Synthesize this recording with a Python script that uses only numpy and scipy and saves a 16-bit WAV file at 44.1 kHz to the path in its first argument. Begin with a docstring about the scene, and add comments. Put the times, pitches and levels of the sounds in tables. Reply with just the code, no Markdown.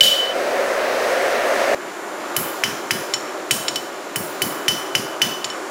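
"""A hand hammer works a hot steel bar on a chained anvil in a bare workshop, two microphone places, one channel.
First place: the walls answer strongly; one ringing tap is cut short by a jump in time, the forge roar heard rising.
Second place: runs of blows on the bar and light taps on the anvil face, over cooling fans and a mains whine.
Strikes are a contact crack, decaying modes, noise clang and a stump thud, sent into echoes of banded noise;
forge and fans are coloured, flickering noise; the power supply is a repeated cycle of mains overtones."""
import sys
import numpy as np
from scipy import signal
from scipy.fft import rfft, irfft, next_fast_len
from scipy.io import wavfile
from scipy.ndimage import uniform_filter1d, minimum_filter1d

SR = 44100
rng = np.random.default_rng(int(sys.argv[2]) if len(sys.argv) > 2 else 0)


def pcm_store(signal):
    """Save signal as 16-bit PCM."""
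    levels = np.round(np.clip(np.atleast_2d(signal), -1, 1) * 32767)
    wavfile.write(sys.argv[1], SR, levels.astype(np.int16).T)


N = 251370
T = np.arange(N) / SR  # [s]

# Blows on the hot bar: (time [s], crack peak [dB], crack pitch [Hz], anvil keynote [dB], anvil overtones [dB],
# overtone tilt [dB per octave], favoured overtones [Hz], clang re modes [dB])
BAR_BLOWS = [(2.3644, -9, 2520, -19, -22, 3, 12500, 7), (2.6366, 3, 2130, -13, -25, -2.1, 5500, 10.5),
             (2.9077, 1.1, 2160, -17, -22, 1.5, 5500, 6.5), (3.5091, 1.5, 2460, -11.5, -16, -1.5, 8000, 7),
             (4.1588, -9.5, 2170, -22, -22, 2.5, 11000, 4), (4.4186, -5.5, 2240, -13.5, -18, 5, 4100, 1.5),
             (4.6811, 2, 2500, -7, -17, -1.5, 5500, 3.5), (4.951, 0, 2390, -10, -21, -.6, 5500, 5),
             (5.217, 3, 2600, -6, -18, -2.5, 5600, 4.5)]
# Taps on the bare face: (time [s], crack peak [dB], anvil keynote [dB], anvil overtones [dB],
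# overtone tilt [dB per octave], hammer head low modes [dB], hammer head high modes [dB])
FACE_TAPS = [(0.0074, 2.4, 0.9, -21.5, -.6, -16, -20), (3.1376, -4, -19.5, -27.5, -8, -10.5, -10.5),
             (3.682, -2.5, -22, -30, -9, -14, -11), (3.7579, -8.5, -16, -26.5, -3, -15, -20),
             (5.4439, -6.5, -25, -31, -9, -22.5, -14), (5.501, -17, -24.5, -47, -9, -24, -27)]
# Modes of the anvil with the bar on it, before each strike's levels: (frequency [Hz], level [dB], t60 [s])
ANVIL_MODES = [(2775, -18, .05), (3010, 0, .1), (3870, -13, .05), (4470, -7, .07), (5130, -6, .07),
               (5600, -12, .05), (5950, -6, .07), (6670, -9, .055), (7090, -13, .05), (7510, -7, .055),
               (8380, -10, .055), (8950, -10, .06), (9310, -8, .07), (10200, -7, .06), (10800, -9, .065),
               (11180, -10, .055), (12300, -14, .05), (12630, -13, .05), (13350, -14, .05),
               (14470, -10, .05), (15550, -9, .045)]
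# Modes of the hammer head, before each strike's levels: (frequency [Hz], level [dB], t60 [s])
HEAD_MODES = [(4130, -11, .04), (5465, 0, .05), (6930, -5, .055), (7310, -9, .06), (8480, -17, .04),
              (9140, -15, .04)]
# Borders of the anvil's mode families, keynote family first: (frequency [Hz])
FAMILY_EDGES = [1600, 3400, 4800, 6300, 9700, 17000]
# Dense small modes of each family, heard as noise; the lowest re crack, the others re their modes: (level [dB])
CLANG_LEVELS = [-18, -13, -7.5, -9, -10.5]
# Resonances of stump and floor: (delay [s], frequency [Hz], level [dB], t60 [s])
STUMP_THUD = [(0.004, 134, -1.5, 0.086), (0.043, 208, 6.5, 0.044), (0.083, 150, -9.5, 0.098)]
# Echoes of the bare walls, before the wet level: (band centre [Hz], t60 [s], energy re direct [dB])
WALL_ECHOES = [(490, 0.34, -1.5), (1316, 0.68, -0.5), (3160, 0.82, -4.5), (5610, 0.69, -1.5),
               (10570, 0.6, 0.5)]
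# Colour of the gas forge, relative: (frequency [Hz], level [dB per Hz])
FORGE_COLOUR = [(25, -27), (65, -46), (120, -28), (175, -34), (220, -17), (330, -14), (380, -5),
                (450, -9.5), (540, 1.5), (720, -5), (800, -12.5), (1870, -12.5), (3300, -25), (6500, -29),
                (7000, -31.5), (15700, -41.5)]
# Forge roar as heard at the first place: (time [s], level [dB])
FORGE_LEVEL = [(0.0, -27), (.33, -24.5), (.36, -21.5), (.9, -19), (1.74, -17.5)]
# Colour of the cooling fans, relative: (frequency [Hz], level [dB per Hz])
FAN_COLOUR = [(60, -49), (160, -23), (250, -14), (310, -4.5), (395, -1.5), (430, -10), (600, -5.5),
              (800, -10), (1200, -9.5), (1700, -14), (2400, -20.5), (3600, -25), (7000, -30), (11000, -37),
              (15700, -59)]
# Whole background, fans and whine, as heard at the second place; the fans' own level: (time [s], level [dB])
BACKGROUND_LEVEL = [(1.76, -30), (2.03, -29.5), (2.31, -26.5), (2.48, -26), (2.65, -26.5), (3.79, -30),
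                    (4.24, -29), (4.41, -27), (5.36, -31), (5.7, -29.5)]
# Loudest mains overtones, as heard at WHINE_REF_S: (multiple of the mains [1], level [dB])
MAINS_OVERTONES = [(12, -50), (24, -47), (36, -56), (40, -57), (98, -62), (108, -58), (119, -52),
                   (120, -57), (121, -58), (122, -62), (123, -64)]

CUT_S = 1.7475  # the second place begins
JUMP_S, JUMP_FADE_S = 0.327, .012  # the jump in time fades out the first ring
BLOW_THUD_DB, BLOW_HEAD_DB = -21.5, -28  # every blow shakes the stump alike; the soft bar hardly rings the head
TAP_CRACK_HZ, TAP_CLANG_DB, TAP_THUD_DB = 3770, 9, -30  # clang re modes, thud re crack
HEAD_SPLIT_HZ = 6000  # flat and edge contact favour different modes of the head
TICK_HZ, TICK_DB = 12500, -2.5  # the hard edge of every contact, re the top modes and their clang
TILT_PIVOT_HZ = 6700
FAVOUR_DB, FAVOUR_OCTAVES = 6, .3  # the spot of the blow lifts one region of overtones
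FIRST_WET_DB = 9.5  # echo level of the first place
BLOW_WET_DB, TAP_WET_DB = 0, -6.5  # echo levels of the second place; its taps are heard drier
FIRST_GAP_S, SECOND_GAP_S = 0.017, 0.014  # time until the walls answer
MAINS_HZ, COMB_DB = 59.775, -77  # all other overtones above 5 kHz, faint
TWELFTH_DB, NEIGHBOUR_DB = 8, 3  # every twelfth overtone and the ones beside it stand above the faint comb
WHINE_REF_S = 2.1
BASS_CUT_HZ, TOP_HZ = 93, 15750  # bass cut of the second place, top limit of both
FIRST_LIMIT_DB, LIMIT_DB, HOLD_S = 4, -.3, .003


def hammering():
    """Strikes on bar and face; the soft bar damps the hammer head, the bare face lets it ring."""
    blows = 0
    for s, crack_db, crack_hz, key_db, over_db, tilt, favoured_hz, clang_db in BAR_BLOWS:
        family_db = families(key_db, over_db, tilt, favoured_hz, FAVOUR_DB)
        direct = strike(crack_db, crack_hz, family_db, BLOW_HEAD_DB, BLOW_HEAD_DB, BLOW_THUD_DB, clang_db)
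        blows = blows + place(s, direct, BLOW_WET_DB)
    taps = 0
    for s, crack_db, key_db, over_db, tilt, low_db, high_db in FACE_TAPS:
        family_db, thud_db = families(key_db, over_db, tilt), crack_db + TAP_THUD_DB
        direct = strike(crack_db, TAP_CRACK_HZ, family_db, low_db, high_db, thud_db, TAP_CLANG_DB)
        taps = taps + place(s, direct, TAP_WET_DB)
    jump = np.clip((JUMP_S - T) / JUMP_FADE_S + 1, 0, 1)
    return blows + taps * np.where(T < CUT_S, jump, 1)


def strike(crack_db, crack_hz, family_db, head_low_db, head_high_db, thud_db, clang_db):
    """Contact crack and tick, the damped rings and clang of anvil and hammer, the thud of the stump."""
    t = T[:SR // 3]
    cycles = crack_hz * t - 1  # the crack peaks one cycle in
    width = np.where(cycles < 0, .55, 1.)
    crack = undb(crack_db) * np.cos(2 * np.pi * cycles) * np.exp(-(cycles / width) ** 2)
    tick_noise = noise_band(t, TICK_HZ / 1.37, TICK_HZ * 1.42)
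    tick = undb(family_db[-1] + clang_db + TICK_DB - 60 * t / 0.0051) * tick_noise
    metal = struck_modes(family_db, head_low_db, head_high_db, t) + clang(crack_db, family_db, clang_db, t)
    metal_onset = 1 - np.exp(-(t / .0009) ** 2)  # the steel needs about a millisecond to start ringing
    return crack + tick + metal * metal_onset + undb(thud_db) * stump(t)


def struck_modes(family_db, head_low_db, head_high_db, t):
    """Anvil and hammer head ring together, each group of modes at the level this strike gives it."""
    anvil, head = np.array(ANVIL_MODES), np.array(HEAD_MODES)
    anvil[:, 1] += family_db[np.searchsorted(FAMILY_EDGES, anvil[:, 0]) - 1]
    head[:, 1] += np.where(head[:, 0] < HEAD_SPLIT_HZ, head_low_db, head_high_db)
    return ring(np.vstack([anvil, head]), t)


def ring(modes, t):
    """Decaying modes; every strike shifts strengths, phases and pitches, strengths of high modes the most."""
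    hz, db, t60 = np.transpose(modes)[:, :, None]
    chance = rng.standard_normal((3, len(modes), 1))
    strength = undb(db + (hz - 2000) / 4000 * chance[0] - 60 * t / t60)
    pitch = hz * (1 + .0012 * chance[1])
    return (strength * np.sin(2 * np.pi * pitch * t + 10 * chance[2])).sum(axis=0)


def families(keynote_db, overtones_db, tilt_db, favoured_hz=TILT_PIVOT_HZ, favour_db=0):
    """Level of each anvil mode family: the keynote, then overtones on a slope with one lifted region."""
    centre_hz = np.sqrt(np.multiply(FAMILY_EDGES[1:-1], FAMILY_EDGES[2:]))
    lift_db = favour_db * np.exp(-(np.log2(centre_hz / favoured_hz) / FAVOUR_OCTAVES) ** 2)
    slope_db = tilt_db * np.log2(centre_hz / TILT_PIVOT_HZ)
    return np.append(keynote_db, overtones_db + slope_db + lift_db)


def clang(crack_db, family_db, clang_db, t):
    """Modes too dense to tell apart: noise in each family's band, with a fast and a slow decay."""
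    fade = undb(-60 * t / .025) + undb(-12 - 60 * t / .2)
    levels_db = np.append(crack_db, family_db[1:] + clang_db) + CLANG_LEVELS
    out = 0
    for lo, hi, db in zip(FAMILY_EDGES, FAMILY_EDGES[1:], levels_db):
        out = out + undb(db) * fade * noise_band(t, lo, hi)
    return out


def stump(t):
    """Stump and floor: a low noise rumble and delayed, decaying resonances with soft onsets."""
    thud = undb(-8 - 60 * t / .35) * noise_band(t, 90, 260) * (1 - np.exp(-t / .015))
    for delay, hz, db, t60 in STUMP_THUD:
        late = np.maximum(t - delay, 0)
        tone = undb(db - 60 * late / t60) * np.sin(2 * np.pi * hz * late)
        thud = thud + tone * (1 - np.exp(-late / 0.0044))
    return thud


def place(s, direct, wet_db):
    """One strike at its time, with echoes drawn afresh; the first place hears more of the walls."""
    gap_s = SECOND_GAP_S
    if s < CUT_S:
        wet_db, gap_s = FIRST_WET_DB, FIRST_GAP_S
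    return np.pad(workshop(direct, wet_db, gap_s), (int(s * SR), N))[:N]


def workshop(x, wet_db, gap_s):
    """The direct sound and dense echoes of bare walls, each band dying at its own rate."""
    t = T[:SR // 2]
    echoes, noise = (t == 0) * 1., rng.standard_normal(len(t))
    onset = np.clip(t / gap_s - .5, 0, 1)
    for hz, t60, db in WALL_ECHOES:
        tail = band(noise, hz / 1.55, hz * 1.55) * undb(-60 * t / t60) * onset
        share = np.sqrt(2 * hz / SR)  # part of a click's energy in this band
        echoes = echoes + undb(db + wet_db) * share * tail / np.sqrt(np.sum(tail ** 2))
    return signal.fftconvolve(x, echoes)


def forge():
    """Roar of the gas forge at the first place: coloured noise, heard rising after the strike."""
    return undb(curve(FORGE_LEVEL)) * air_noise(FORGE_COLOUR, swell_db=.4, flicker_db=1.1)


def background():
    """Fans as coloured noise and a steady mains whine at the second place, both moved by one level curve."""
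    level = curve(BACKGROUND_LEVEL)
    fans = undb(level) * air_noise(FAN_COLOUR, swell_db=.6, flicker_db=1.1)
    return fans + undb(level - level[int(WHINE_REF_S * SR)]) * whine()


def air_noise(spectrum, swell_db, flicker_db):
    """Coloured noise in octave bands that swell together and flicker alone."""
    size = next_fast_len(N)
    octave = np.log2(np.maximum(np.fft.rfftfreq(size, 1 / SR), 1))
    hz, db = np.transpose(spectrum)
    colour = undb(np.interp(octave, np.log2(hz), db))
    noise = colour * rfft(rng.standard_normal(size))
    out, swell = 0, walk(1.92)
    for centre in np.arange(4, 15):  # 16 Hz to 16 kHz, overlapping triangles
        octave_band = irfft(noise * np.clip(1 - abs(octave - centre), 0, 1), size)[:N]
        out = out + octave_band * undb(swell_db * swell + flicker_db * walk(9))
    return unit(out)


def whine():
    """Steady overtones of the mains from a rectifier: one cycle, repeated."""
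    orders = np.arange(262)
    chance = rng.standard_normal((len(orders), 2))
    db = np.where(orders > 84, COMB_DB + 3 * chance[:, 0], -200)
    db += TWELFTH_DB * (orders % 12 == 0)
    db += NEIGHBOUR_DB * (abs((orders + 6) % 12 - 6) == 1)
    loudest = np.array(MAINS_OVERTONES)
    db[loudest[:, 0]] = loudest[:, 1]
    cycle = np.arange(8192) / 8192
    overtones = np.sin(2 * np.pi * orders[:, None] * cycle + 10 * chance[:, 1:])
    shape = np.sqrt(2) * undb(db) @ overtones  # levels are RMS
    return np.interp(MAINS_HZ * T % 1, cycle, shape, period=1)


def undb(db):
    """Decibels to amplitude."""
    return 10 ** (np.asarray(db) / 20)


def unit(x):
    """Scale to an RMS of 1."""
    return x / np.sqrt(np.mean(x ** 2))


def curve(rows):
    """Straight lines between (time [s], level [dB]) points."""
    return np.interp(T, *np.transpose(rows))


def walk(rate):
    """Random levels held 1 / rate s and slewed twice; spread near 1."""
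    k = int(SR / rate)
    steps = np.repeat(rng.standard_normal(N // k + 1), k)
    return 1.3 * uniform_filter1d(uniform_filter1d(steps, k), k)[:N]


def band(x, lo_hz, hi_hz):
    """Band-pass filter."""
    sos = signal.butter(2, [lo_hz, min(hi_hz, .45 * SR)], "band", fs=SR, output="sos")
    return signal.sosfilt(sos, x)


def noise_band(t, lo_hz, hi_hz):
    """Fresh noise in one band, at an RMS of 1."""
    return unit(band(rng.standard_normal(len(t)), lo_hz, hi_hz))


def scene():
    """Hammering through both places, forge behind the first, fans and whine behind the second."""
    mono = hammering() + np.where(T < CUT_S, forge(), background())
    return np.array([mono, mono])


def record(dry):
    x, first, hold = dry[0], T < CUT_S, int(HOLD_S * SR)
    bass_cut = signal.butter(4, BASS_CUT_HZ, "high", fs=SR, output="sos")
    heard = np.where(first, x, signal.sosfilt(bass_cut, x * ~first))
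    limit = undb(np.where(first, FIRST_LIMIT_DB, LIMIT_DB))
    gain = np.minimum(1, limit / (abs(heard) + 1e-9))
    gain = uniform_filter1d(minimum_filter1d(gain, hold), hold // 2)  # looks ahead
    late_gain = np.roll(gain, hold // 2)  # late in the first place, so the crack slips through
    heard = np.clip(heard * np.where(first, late_gain, gain), -1, 1)
    top_limit = signal.ellip(10, .2, 70, TOP_HZ, fs=SR, output="sos")
    return signal.sosfilt(top_limit, [heard, heard])


dry = scene()
out = record(dry)
pcm_store(out)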